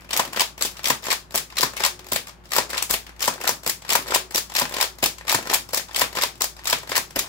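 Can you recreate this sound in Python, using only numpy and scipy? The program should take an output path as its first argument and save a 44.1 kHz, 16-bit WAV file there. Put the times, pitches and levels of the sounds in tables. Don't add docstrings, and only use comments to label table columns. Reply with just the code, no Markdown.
import sys
import numpy as np
from scipy import signal
from scipy.fft import rfft, irfft
from scipy.io import wavfile
from scipy.ndimage import uniform_filter1d

SR = 44100
rng = np.random.default_rng(int(sys.argv[2]) if len(sys.argv) > 2 else 0)


def waveform_to_disk(signal):
    frames = np.transpose(np.atleast_2d(signal))
    scaled = np.clip(frames, -1, 1) * 32767
    samples = np.round(scaled).astype(np.int16)
    wavfile.write(sys.argv[1], SR, samples)


def ratio(d):
    e = np.asarray(d, float) / 20
    return 10 ** e


N = 321048
LENGTH = 4096
LEAD_MS = 8

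# hz, likeness_0_to_1, left_minus_right_db
PORTS = [(100, 1, -0.5), (380, 0.52, 2.5), (1230, 0, 2), (6170, 0, 4.5), (15700, 0, 1.5)]
# start_s, crack_db
LATCH = [
    (0.1089, -24.5),
    (0.8439, -21),
    (1.5706, -23.5),
    (2.52, -21.5),
    (3.2069, -25),
    (3.8929, -20.5),
    (4.5524, -20),
    (5.282, -20.5),
    (5.9467, -26.5),
    (6.656, -26),
]
CATCH = [(0.1333, -18.5), (0.8584, -16.5), (1.586, -15.5), (2.535, -18), (3.227, -17), (3.9051, -16),
         (4.5661, -15), (5.2963, -15), (5.9627, -16.5), (6.6784, -20.5)]
PAWL = [(0.1749, -13), (0.8853, -17), (1.6169, -16), (2.5661, -13), (3.2575, -19.5), (3.9335, -14),
        (4.5977, -14), (5.3267, -15), (5.9961, -14.5), (6.7095, -18)]
# start_s, crack_db, ring_db
RACK = [(0.1405, -23, -28), (0.1656, -17, -27), (0.8737, -17.5, -34), (1.5893, -27, -36),
        (1.6094, -16.5, -34), (2.5509, -23, -28), (2.5578, -20, -43), (3.2424, -21, -32),
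        (3.2494, -21, -45), (3.921, -20, -23.5), (3.9256, -17, -24), (4.5844, -19.5, -26),
        (4.5897, -15, -34), (5.3182, -15.5, -28), (5.968, -20.5, -36), (5.9882, -19.5, -30),
        (6.0119, -18, -30), (6.673, -17, -49), (6.6938, -29, -28), (6.6998, -15.5, -39)]
REAR_STOP = [(0.1983, -16.5, -12), (0.9036, -13, -11.5), (1.6329, -13.5, -13), (2.585, -14, -10.5),
             (3.28, -14.5, -12), (3.9556, -13, -11.5), (4.6188, -17.5, -15), (5.3479, -14, -12.5),
             (6.0178, -13.5, -12), (6.7298, -14.5, -13)]
# start_s, crack_db, ring_db
SLACK = [(0.333, -27, -32), (1.0314, -38, -39), (1.0417, -30, -42), (1.0563, -29, -40),
         (1.7363, -38.5, -35), (1.7685, -26, -34), (1.7773, -29, -54), (1.799, -30, -37),
         (2.6963, -36, -37), (2.7044, -28, -36), (3.405, -41, -33), (3.415, -27, -35), (4.061, -44, -34),
         (4.07, -34, -34), (4.0802, -31, -40), (4.0864, -29.5, -30), (4.7115, -39, -32), (4.7248, -31, -30),
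         (4.7423, -24.5, -29), (5.4294, -34, -36), (5.4564, -37, -34), (5.473, -27.5, -28),
         (6.13, -35, -36), (6.1538, -28, -29), (6.1635, -28, -34), (6.8336, -39, -34), (6.876, -37, -39),
         (6.8956, -28.5, -30.5)]
DRUM = [(0.364, -24.5, -34), (0.374, -28, -20.5), (1.0697, -25.5, -26), (1.086, -29, -25),
        (1.8056, -25, -23), (1.822, -28.5, -31), (2.7335, -27.5, -25), (2.7496, -29.5, -32),
        (2.7627, -42, -28.5), (2.7737, -25, -34), (3.444, -34, -24), (3.4542, -28, -28), (3.4705, -37, -23),
        (4.1097, -24.5, -31), (4.1219, -26, -19), (4.768, -24, -24.5), (4.7859, -26.5, -26),
        (5.5, -20.5, -21), (5.5128, -28, -23.5), (6.1723, -23, -23.5), (6.178, -36, -25),
        (6.1877, -23, -21), (6.9194, -22.5, -21.5)]
BREECH = [(0.3969, -14.5, -36), (1.1044, -18, -42), (1.1173, -15, -39), (1.8385, -13.5, -19),
          (2.78, -18, -43), (4.1377, -24, -39), (4.803, -22, -20), (5.5306, -27, -16), (6.2141, -20, -32),
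          (6.9554, -17.5, -39)]
BOLT = [(0.408, -12.5, -36), (1.1114, -19, -49), (1.8435, -32, -25), (1.851, -12.5, -37),
        (3.4773, -13, -21), (4.1489, -10.5, -31), (4.813, -12, -23), (5.543, -12.5, -35),
        (6.2229, -16, -35), (6.9676, -15.5, -26)]
FRONT_STOP = [(0.418, -15.5, -19), (1.1287, -16, -21), (1.8626, -15, -20.5), (2.8256, -15.5, -29),
              (3.493, -13, -17), (4.16, -15.5, -16.5), (4.828, -14, -19.5), (5.5553, -21.5, -25),
              (6.2367, -12.5, -18), (6.9791, -12.5, -18.5)]
# start_s, crack_db
TRIGGER = [(0.5803, -34), (0.5934, -38), (1.309, -38), (1.3234, -39), (2.0684, -36), (2.088, -38),
           (2.8433, -54), (3.6351, -35), (3.6467, -38), (4.3104, -34), (4.3235, -37), (4.987, -37),
           (5.004, -45), (5.6913, -34), (5.709, -40), (6.357, -42.5), (7.108, -37), (7.1296, -52)]
SPRING = [(0.6378, -29), (0.6569, -20.5), (1.3653, -27), (2.1473, -30.5), (2.932, -21.5), (3.671, -37),
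          (4.3739, -23.5), (5.0541, -30), (5.7597, -26), (6.434, -35)]
# start_s, crack_db, thump_db
RELEASE = [(0.6125, -22.5, -29), (1.345, -26, -26), (1.352, -19, -25), (2.1217, -16.5, -24),
           (2.8985, -25, -38), (2.905, -22, -30), (3.6652, -18.5, -24.5), (4.3483, -18, -29),
           (5.0289, -17.5, -23), (5.7346, -21, -23), (6.4097, -22, -33.5), (7.1619, -19, -25.5),
           (7.169, -30, -21)]
PISTON = [(0.6238, -11, -42), (1.358, -12, -39.5), (2.1332, -15, -55), (2.9101, -11, -32),
          (3.6767, -14, -43), (4.3591, -10.5, -47), (5.041, -8.5, -41), (5.7465, -13.5, -43),
          (6.4201, -12.5, -45)]
REBOUND = [(0.6517, -28, -27), (1.379, -15.5, -32), (2.1621, -16.5, -24), (2.941, -15.5, -23.5),
           (3.6975, -14, -35), (4.3808, -14.5, -27), (5.0612, -23, -34), (5.776, -16, -28),
           (6.4431, -16.5, -28.5), (7.1927, -12.5, -29)]
# start_s, crack_db, ring_db
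RESET = [(0.7708, -34.5, -55), (0.7942, -35.5, -35.5), (1.5036, -39, -55), (1.5252, -41, -37),
         (2.272, -34.5, -49), (2.295, -37.5, -43), (3.0675, -36.5, -44), (3.094, -42, -38.5),
         (3.8226, -38.5, -43), (3.8506, -37, -36), (4.5003, -34.5, -37), (4.5212, -34.5, -33),
         (5.1847, -35, -40), (5.2113, -43, -34.5), (5.8868, -39.5, -44), (5.9122, -39, -36),
         (6.5675, -40.5, -43), (6.5936, -39.5, -40)]
# start_s, crack_db, ring_db
LOOSE = [(0.021, -49, -48), (0.048, -47, -46), (0.093, -41, -46), (0.254, -29.5, -35), (0.278, -38, -37),
         (1.5578, -38, -54), (1.994, -37, -41), (2.0456, -42, -49), (3.165, -48, -56), (3.196, -35, -55),
         (2.457, -43.5, -51), (2.44, -54, -60), (2.5085, -38, -53), (3.3393, -31.5, -37), (3.882, -35, -59),
         (4.0263, -33, -50), (4.8424, -25, -28.5), (5.252, -45, -40), (5.272, -33, -40), (5.3882, -33, -27),
         (6.7854, -32, -37)]
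# start_s, crack_db
TICKS = [(0.009, -47), (0.3887, -33), (0.7145, -37.5), (0.7855, -40), (0.8336, -35), (1.0255, -40),
         (2.1024, -42), (2.2838, -36), (2.492, -46), (2.7104, -31), (2.7862, -27), (3.4835, -22),
         (3.6849, -27.5), (4.5404, -31.5), (4.6948, -31), (4.955, -49), (5.4658, -39), (5.5372, -13),
         (5.5465, -16.5), (5.9333, -38), (5.9819, -28), (6.379, -48), (6.6448, -35), (6.8287, -44),
         (6.9105, -30.5), (6.9625, -17), (3.4395, -27), (4.1435, -17.5), (3.2205, -24.5), (3.513, -27),
         (5.516, -25), (2.448, -52), (2.471, -55), (5.061, -13), (0.035, -57)]
# start_s, crack_db, ring_db
KNOCKS = [(0.1577, -47, -29), (0.3466, -42, -29), (2.7445, -45, -24), (3.3802, -44, -34),
          (4.0969, -36, -32), (4.1405, -27, -19), (4.6544, -28, -26), (4.6999, -50, -36),
          (5.4115, -46, -35), (5.4648, -45, -33), (5.797, -48, -27.5), (5.8942, -52, -36),
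          (6.0413, -40, -25), (6.069, -43, -39), (6.2942, -55, -53)]
# start_s, crack_db, thump_db
THUMPS = [(0.1542, -50, -33), (0.277, -52, -35), (0.364, -47, -30), (0.869, -39, -28), (1.1047, -48, -30),
          (1.5997, -45, -25.5), (1.8115, -43, -31), (1.8507, -44, -28.5), (3.239, -49, -34),
          (3.358, -52, -35), (4.104, -45, -25.5), (4.354, -42, -27), (5.033, -22, -21), (5.309, -21, -26),
          (5.4614, -50, -38), (5.4993, -24, -26), (5.543, -45, -28), (5.5755, -50, -39), (5.9786, -40, -28),
          (6.690, -48, -40)]


def shape(table, hz, column=1):
    rows = np.array(table, float)
    return np.interp(np.log(hz + 1), np.log(rows[:, 0]), rows[:, column])


def colour(x, gain):
    n = x.shape[-1]
    return irfft(rfft(x) * gain(np.fft.rfftfreq(n, 1 / SR)), n)


def causal(table):
    cepstrum = irfft(np.log(ratio(shape(table, np.fft.rfftfreq(1024, 1 / SR)))))
    cepstrum[1:512] *= 2
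    cepstrum[513:] = 0
    return irfft(np.exp(rfft(cepstrum)))[:512]


def port_noise(n):
    mid, side = rng.standard_normal((2, n))
    like = lambda hz: np.clip(shape(PORTS, hz), 0, 1)
    mid = colour(mid, lambda hz: np.sqrt((1 + like(hz)) / 2))
    side = colour(side, lambda hz: np.sqrt((1 - like(hz)) / 2))
    return np.array([mid + side, mid - side])


def loudness(rows, db):
    top = uniform_filter1d(np.mean(rows ** 2, axis=1), size=132, axis=1).max(axis=1)
    return rows * (ratio(db) / np.sqrt(top))[:, None, None]


def house():
    # hz, db_per_hz
    rumble_db = [(30, -4.5), (60, -15), (85, -22), (120, -10), (190, -18.5), (340, -23.5), (1190, -22.5),
                 (3140, -36), (16000, -65)]
    # hz, width_hz, over_rumble_db
    murmur = [(169, 21, 8), (250, 11, 4.5), (354, 31, 7.5)]
    # hz, level_db
    hum = [(57.3, -39.5), (98, -54), (186, -60), (355, -61)]

    def gain(hz):
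        peaks_db = sum(db / (1 + ((hz - f) / width_hz) ** 2) for f, width_hz, db in murmur)
        return ratio(shape(rumble_db, hz) + peaks_db)

    rumble = colour(port_noise(N), gain)
    out = rumble * ratio(-47.5) / rumble.std()
    port_db, port_rad = np.array([[.4], [-.4]]), np.array([[.3], [-.3]])
    for hz, db in hum:
        drift = uniform_filter1d(rng.standard_normal(N), size=SR // 5) * np.sqrt(SR // 5)
        turn = 2 * np.pi * np.cumsum(hz * (1 + 0.00312 * drift)) / SR
        level_db = db + 1.08 * drift * np.log2(hz / 20) + port_db
        out = out + ratio(level_db) * np.sin(turn + port_rad)
    return out


def last_stroke():
    # hz, db_per_hz
    tail_db = [(300, -5), (2500, 10), (5000, -19), (15000, -21)]
    level_db, t60_s = -51, 0.44
    tail = colour(port_noise(N), lambda hz: ratio(shape(tail_db, hz)))
    return ratio(level_db) * tail / tail.std() * np.exp(-np.log(1000) * np.arange(N) / SR / t60_s)


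def bedroom(x):
    # hz, t60_s, level_db
    walls = [(149, 0.3, -6), (1020, 0.25, -10.5), (2250, 0.2, -3.5), (5900, 0.24, -6), (11500, 0.2, -8.5)]
    right_lag_ms = 0.17
    late = colour(x[1], lambda hz: np.exp(-2j * np.pi * hz * right_lag_ms / 1000))
    out = np.array([x[0], late])
    echo, source = rfft(port_noise(N)), rfft(x[0])
    octave = np.log2(np.fft.rfftfreq(N, 1 / SR) + 1)
    for centre in np.arange(13, 29) / 2:
        hz = 2 ** centre
        share = np.sqrt(np.clip(1 - 2 * np.abs(octave - centre), 0, 1))
        keep = np.exp(-np.log(1e6) / shape(walls, hz) / SR)
        stored = signal.lfilter([1 - keep], [1, -keep], irfft(source * share, N) ** 2)
        build = int(SR * (.004 + 2 / hz))
        stored = uniform_filter1d(stored, size=build, origin=(build - 1) // 2)
        band = irfft(echo * share, N)
        out = out + ratio(shape(walls, hz, column=2)) * np.sqrt(np.abs(stored)) * band / band.std()
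    return out


def ring(hz, t60_ms, db):
    t = np.arange(LENGTH) / SR
    out = 0
    for f, fall_ms, g in zip(hz.T, t60_ms.T, ratio(db).T):
        decay = np.exp(-np.log(1000) * t * 1000 / fall_ms[:, None])
        out = out + g[:, None] * np.sin(2 * np.pi * f[:, None] * t) * decay
    return out


def soft_push(pushes, modes):
    s, db = np.array(pushes, float).T
    hz, t60_ms, mode_db = np.array(modes, float).T
    bend = rng.standard_normal((len(s), len(hz)))
    body = ring(hz * (1 + .04 * bend), t60_ms + 0 * bend, mode_db + 0 * bend)
    push = signal.fftconvolve(body, np.hanning(90)[None], axes=1)[:, None, :LENGTH]
    out = np.zeros(N + LENGTH)
    for start, row in zip((s * SR).astype(int), loudness(push, db - 8.0)):
        out[start:start + LENGTH] += row[0]
    return out[:N]


def stock_jolts():
    # start_s, level_db
    jolts = [(0.905, -15), (1.637, -16.5), (2.122, -19), (2.588, -21), (2.915, -36), (3.282, -20.5),
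             (3.669, -23), (3.957, -42), (4.622, -17), (5.03, -27), (5.353, -14), (6.022, -21),
             (6.733, -21), (7.167, -27), (0.05, -42), (0.28, -27), (2.04, -38), (3.52, -23), (3.99, -22),
             (6.42, -30), (6.06, -31), (6.26, -32), (5.6, -29), (6.9, -26), (6.985, -23)]
    # hz, t60_ms, level_db
    stock_modes = [(106, 17, -19), (143, 72, -2.5), (250, 88, -1), (300, 19, -6)]
    return soft_push(jolts, stock_modes)


def frame_shudders():
    # start_s, level_db
    shudders = [
        (2.13, -29),
        (2.905, -15),
        (3.67, -25),
        (5.035, -27),
        (7.16, -21),
    ]
    # hz, t60_ms, level_db
    frame_modes = [(51.7, 220, 12), (75, 120, -12)]
    return soft_push(shudders, frame_modes)


def plunger_air():
    # start_s, level_db
    shots = [
        (0.618, -35),
        (1.349, -20),
        (2.123, -23),
        (2.903, -18.5),
        (3.668, -20.5),
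        (4.352, -20.5),
        (5.031, -18),
        (5.736, -49),
        (6.411, -29),
        (7.164, -17),
    ]
    # hz, t60_ms, level_db
    tube_modes = [(255, 50, -9), (364, 44, 3), (412, 38, 7)]
    return soft_push(shots, tube_modes)


def tones(rows, rise_ms, t60_ms, below_db):
    s, db, hz = np.array(rows, float).T
    ms = np.arange(2 * LENGTH) / SR * 1000
    swell = (1 - np.exp(-ms / rise_ms)) ** 2 * np.exp(-np.log(1000) * ms / t60_ms)
    out = np.zeros(N + 2 * LENGTH)
    for start, g, f in zip((s * SR).astype(int), ratio(db - below_db), hz):
        out[start:start + 2 * LENGTH] += g * np.sin(2 * np.pi * f * ms / 1000) * swell / swell.max()
    return out[:N]


def spring_twangs():
    # start_s, level_db, pitch_hz
    twangs = [(0.24, -43, 350), (1.89, -47, 358), (1.96, -49, 371), (2.03, -52, 365), (2.6, -45, 343),
              (3.36, -46, 368), (4.0, -44, 375), (4.19, -42, 369), (4.88, -51, 380), (5.9, -54, 336),
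              (7.0, -49, 367)]
    return tones(twangs, rise_ms=25, t60_ms=290, below_db=1)


def bore_rings():
    stops = [(s, ring_db, 984) for s, _, ring_db in REAR_STOP + FRONT_STOP]
    return tones(stops, rise_ms=0.64, t60_ms=50.6, below_db=3.5)


def rib_tones():
    # start_s, level_db, pitch_hz
    ribs = [(0.09, -19, 2610), (0.1075, -16, 3020), (0.1316, -6, 3760), (0.1735, -9, 6670),
            (0.3955, -10, 4960), (0.5786, -21, 2220), (0.6105, -19, 2630), (0.623, -9, 7620),
            (0.842, -9, 2640), (0.8555, -3, 5690), (1.1089, -7, 4290), (1.3074, -33, 5740),
            (1.351, -13, 5500), (1.5693, -6, 4170), (1.7674, -10, 2160), (1.848, -7, 4750),
            (2.1206, -15, 5000), (2.5067, -23, 7900), (2.5187, -18, 3250), (2.7784, -7, 4140),
            (2.8235, -4, 7670), (2.9043, -22, 7240), (2.9103, -5, 7700), (3.2061, -14, 5470),
            (3.4755, -6, 4100), (3.6646, -18, 4600), (3.675, -9, 4930), (3.697, -13.5, 7020),
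            (3.89, -14, 4050), (3.904, -3, 2720), (4.1425, -2, 7700), (4.3465, -16, 5340),
            (4.5516, -10, 4200), (4.564, -7, 5660), (4.8095, -12, 7600), (5.0287, -2, 2550),
            (5.0384, -2, 4900), (5.2814, -18, 3430), (5.294, -10, 4640), (5.4984, -17, 3990),
            (5.5358, -12, 7680), (5.7314, -17, 4900), (5.9454, -8, 3100), (6.4073, -7, 2060),
            (6.4186, -4, 7800), (6.6553, -10, 3770), (6.7276, -7, 5000), (6.9601, -2.5, 2150),
            (7.1591, -15, 2100), (7.1916, -10, 4620)]
    return tones(ribs, rise_ms=0.71, t60_ms=23, below_db=15)


def rasp(s, db, reach_s, below_db):
    # hz, db_per_hz
    rasp_db = [(250, -10.5), (900, 4.5), (8000, -14), (15500, -22)]
    order = np.argsort(s)
    s, db = s[order], db[order]
    t = np.arange(N) / SR
    k = np.clip(np.searchsorted(s, t), 1, len(s) - 1)
    push = ratio(np.minimum(db[k], db[k - 1]) - below_db) * (s[k] - s[k - 1] < reach_s)
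    push = push + ratio(db[k] - 14.5) * np.exp(-np.abs(s[k] - t) / 0.0042)
    slips = ratio(7.2 * uniform_filter1d(rng.standard_normal(N), size=40) * np.sqrt(40))
    grit = signal.fftconvolve(rng.standard_normal(N) * slips, causal(rasp_db))[:N]
    return uniform_filter1d(push, size=176) * grit / grit.std()


def chatter(length_ms, rise, fall, grain_db):
    ms = np.arange(1024) / SR * 1000 - LEAD_MS
    contact, size = rng.standard_normal((len(length_ms), 2, 1024)).transpose(1, 0, 2)
    clumps = uniform_filter1d(size, size=16, axis=1) * 4
    before = np.exp(-(ms / (rise * length_ms[:, None])) ** 2)
    after = np.exp(-ms / (fall * length_ms[:, None]))
    return contact * ratio(grain_db * clumps) * np.where(ms < 0, before, after)


def crack(db, length_ms, bright_db):
    # hz, db_per_hz
    edge_db = [(710, -30.5), (1200, 1.5), (1440, -19.5), (1840, -0.5), (3210, -3), (3730, -2), (5310, 0),
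               (6440, -5.5), (7730, 0), (8600, -9), (9680, -9), (12400, -5.5), (15500, -7.5)]
    shared, own = (chatter(length_ms, rise=0.38, fall=0.58, grain_db=3.5) for _ in range(2))
    hits = np.stack([shared + 1.21 * own, shared - 1.0 * own], axis=1)
    patches = uniform_filter1d(rng.standard_normal((len(db), 1, 513)), size=16, axis=2) * 4
    tilt = 0.57 * bright_db[:, None, None]
    hits = colour(hits, lambda hz: ratio(tilt * np.log2((hz + 500) / 5500) + 2.5 * patches))
    return loudness(signal.fftconvolve(hits, causal(edge_db)[None, None], axes=2), db)


def shell(modes, db, length_ms, rise, fall):
    hz, t60_ms, mode_db = np.array(modes, float).T
    bend, weight = rng.standard_normal((len(db), 2, len(hz))).transpose(1, 0, 2)
    body = ring(hz * (1 + .006 * bend), t60_ms + 0 * bend, mode_db + 1.5 * weight)
    blow = chatter(length_ms, rise, fall, grain_db=2.5)
    blow[:, int(LEAD_MS * SR / 1000)] += 1.15 * np.sqrt(np.sum(blow ** 2, axis=1))
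    sound = signal.fftconvolve(blow, body, axes=1)[:, :LENGTH]
    sound = colour(sound, lambda f: 1 / np.sqrt(1 + (0.83 * hz[0] / (f + 1)) ** 2.9))
    return loudness(sound[:, None], db)


def blaster():
    # hz, t60_ms, level_db
    barrel_modes = [(820, 10, -34), (883, 27.4, 8), (1030, 35, 6.5), (1020, 17, -6), (1333, 15.6, 9),
                    (1560, 14.6, 9.5), (1770, 29, 4.5)]
    # hz, t60_ms, level_db
    hollow_modes = [(243, 37, 7), (350, 20, -19), (405, 47, 10), (514, 50, 12), (573, 34, 17),
                    (658, 55, 12)]
    # part, barrel_db, hollow_db (both over the last column of its rows), length_ms, bright_db
    voices = [(LATCH, -18, -15, 4.8, -1.5), (CATCH, -43, -39, 8.8, -0.32), (PAWL, -30, -50, 6.3, 8.1),
              (RACK, 0, -6, 2.7, 0.73), (REAR_STOP, -3, -7.5, 9.8, 0.47), (SLACK, 0, -3.6, 8.3, -1.5),
              (DRUM, 0, -4, 8.9, -4.5), (BREECH, 0, -27, 4.7, -6), (BOLT, 0, -38, 7.9, 0.7),
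              (FRONT_STOP, -1, -7.5, 3.8, 4.8), (TRIGGER, -5, -9, 6.1, 0.29), (SPRING, -33, -49, 23, 7.4),
              (RELEASE, -1.7, 0, 7.5, 1.6), (PISTON, -18, 0, 2.3, 6.6), (REBOUND, 0.38, 0, 8.4, 3.4),
              (RESET, 0, -12, 7.2, -5.5), (LOOSE, 0, -1, 6.7, -2.2), (TICKS, -12, -36, 5.9, 5.1),
              (KNOCKS, 0, -20, 4, -6), (THUMPS, -10, 0, 3.3, -3)]
    knocks = []
    for part, barrel_db, hollow_db, length_ms, bright_db in voices:
        for row in part:
            knocks.append((row[0], row[1], row[-1] + barrel_db, row[-1] + hollow_db, length_ms, bright_db))
    s, crack_db, barrel_db, hollow_db, length_ms, bright_db = np.array(knocks, float).T
    lead = int(LEAD_MS * SR / 1000)
    out = np.zeros((2, N + 2 * LENGTH))
    layers = (crack(crack_db - 0.02, length_ms, bright_db),
              shell(barrel_modes, barrel_db - 0.42, length_ms, rise=0.29, fall=0.19),
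              shell(hollow_modes, hollow_db + 0.051, length_ms, rise=0.28, fall=0.25))
    for rows in layers:
        for start, row in zip((s * SR).astype(int), rows):
            out[:, start:start + row.shape[1]] += row
    return out[:, lead:lead + N] + rasp(s, crack_db, reach_s=0.082, below_db=12.0)


def scene():
    pushes = stock_jolts() + frame_shudders() + plunger_air()
    rings = rib_tones() + spring_twangs() + bore_rings()
    return bedroom(blaster() + pushes + rings) + house() + last_stroke()


def top_cut(x):
    return signal.sosfilt(signal.butter(12, 16970, fs=SR, output="sos"), x)


def record(dry):
    band = lambda hz: (hz / (hz + 45)) ** 2 / np.sqrt(1 + (hz / 15750) ** 260)
    dry = dry + ratio(-72) * rng.standard_normal(dry.shape)
    left = colour(dry[0], lambda hz: ratio(shape(PORTS, hz, column=2) / 2))
    right = colour(dry[1], lambda hz: ratio(-shape(PORTS, hz, column=2) / 2))
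    mix = colour(np.clip([left, right], -.88, .88), band)
    return top_cut(mix)


dry = scene()
out = record(dry)
waveform_to_disk(out)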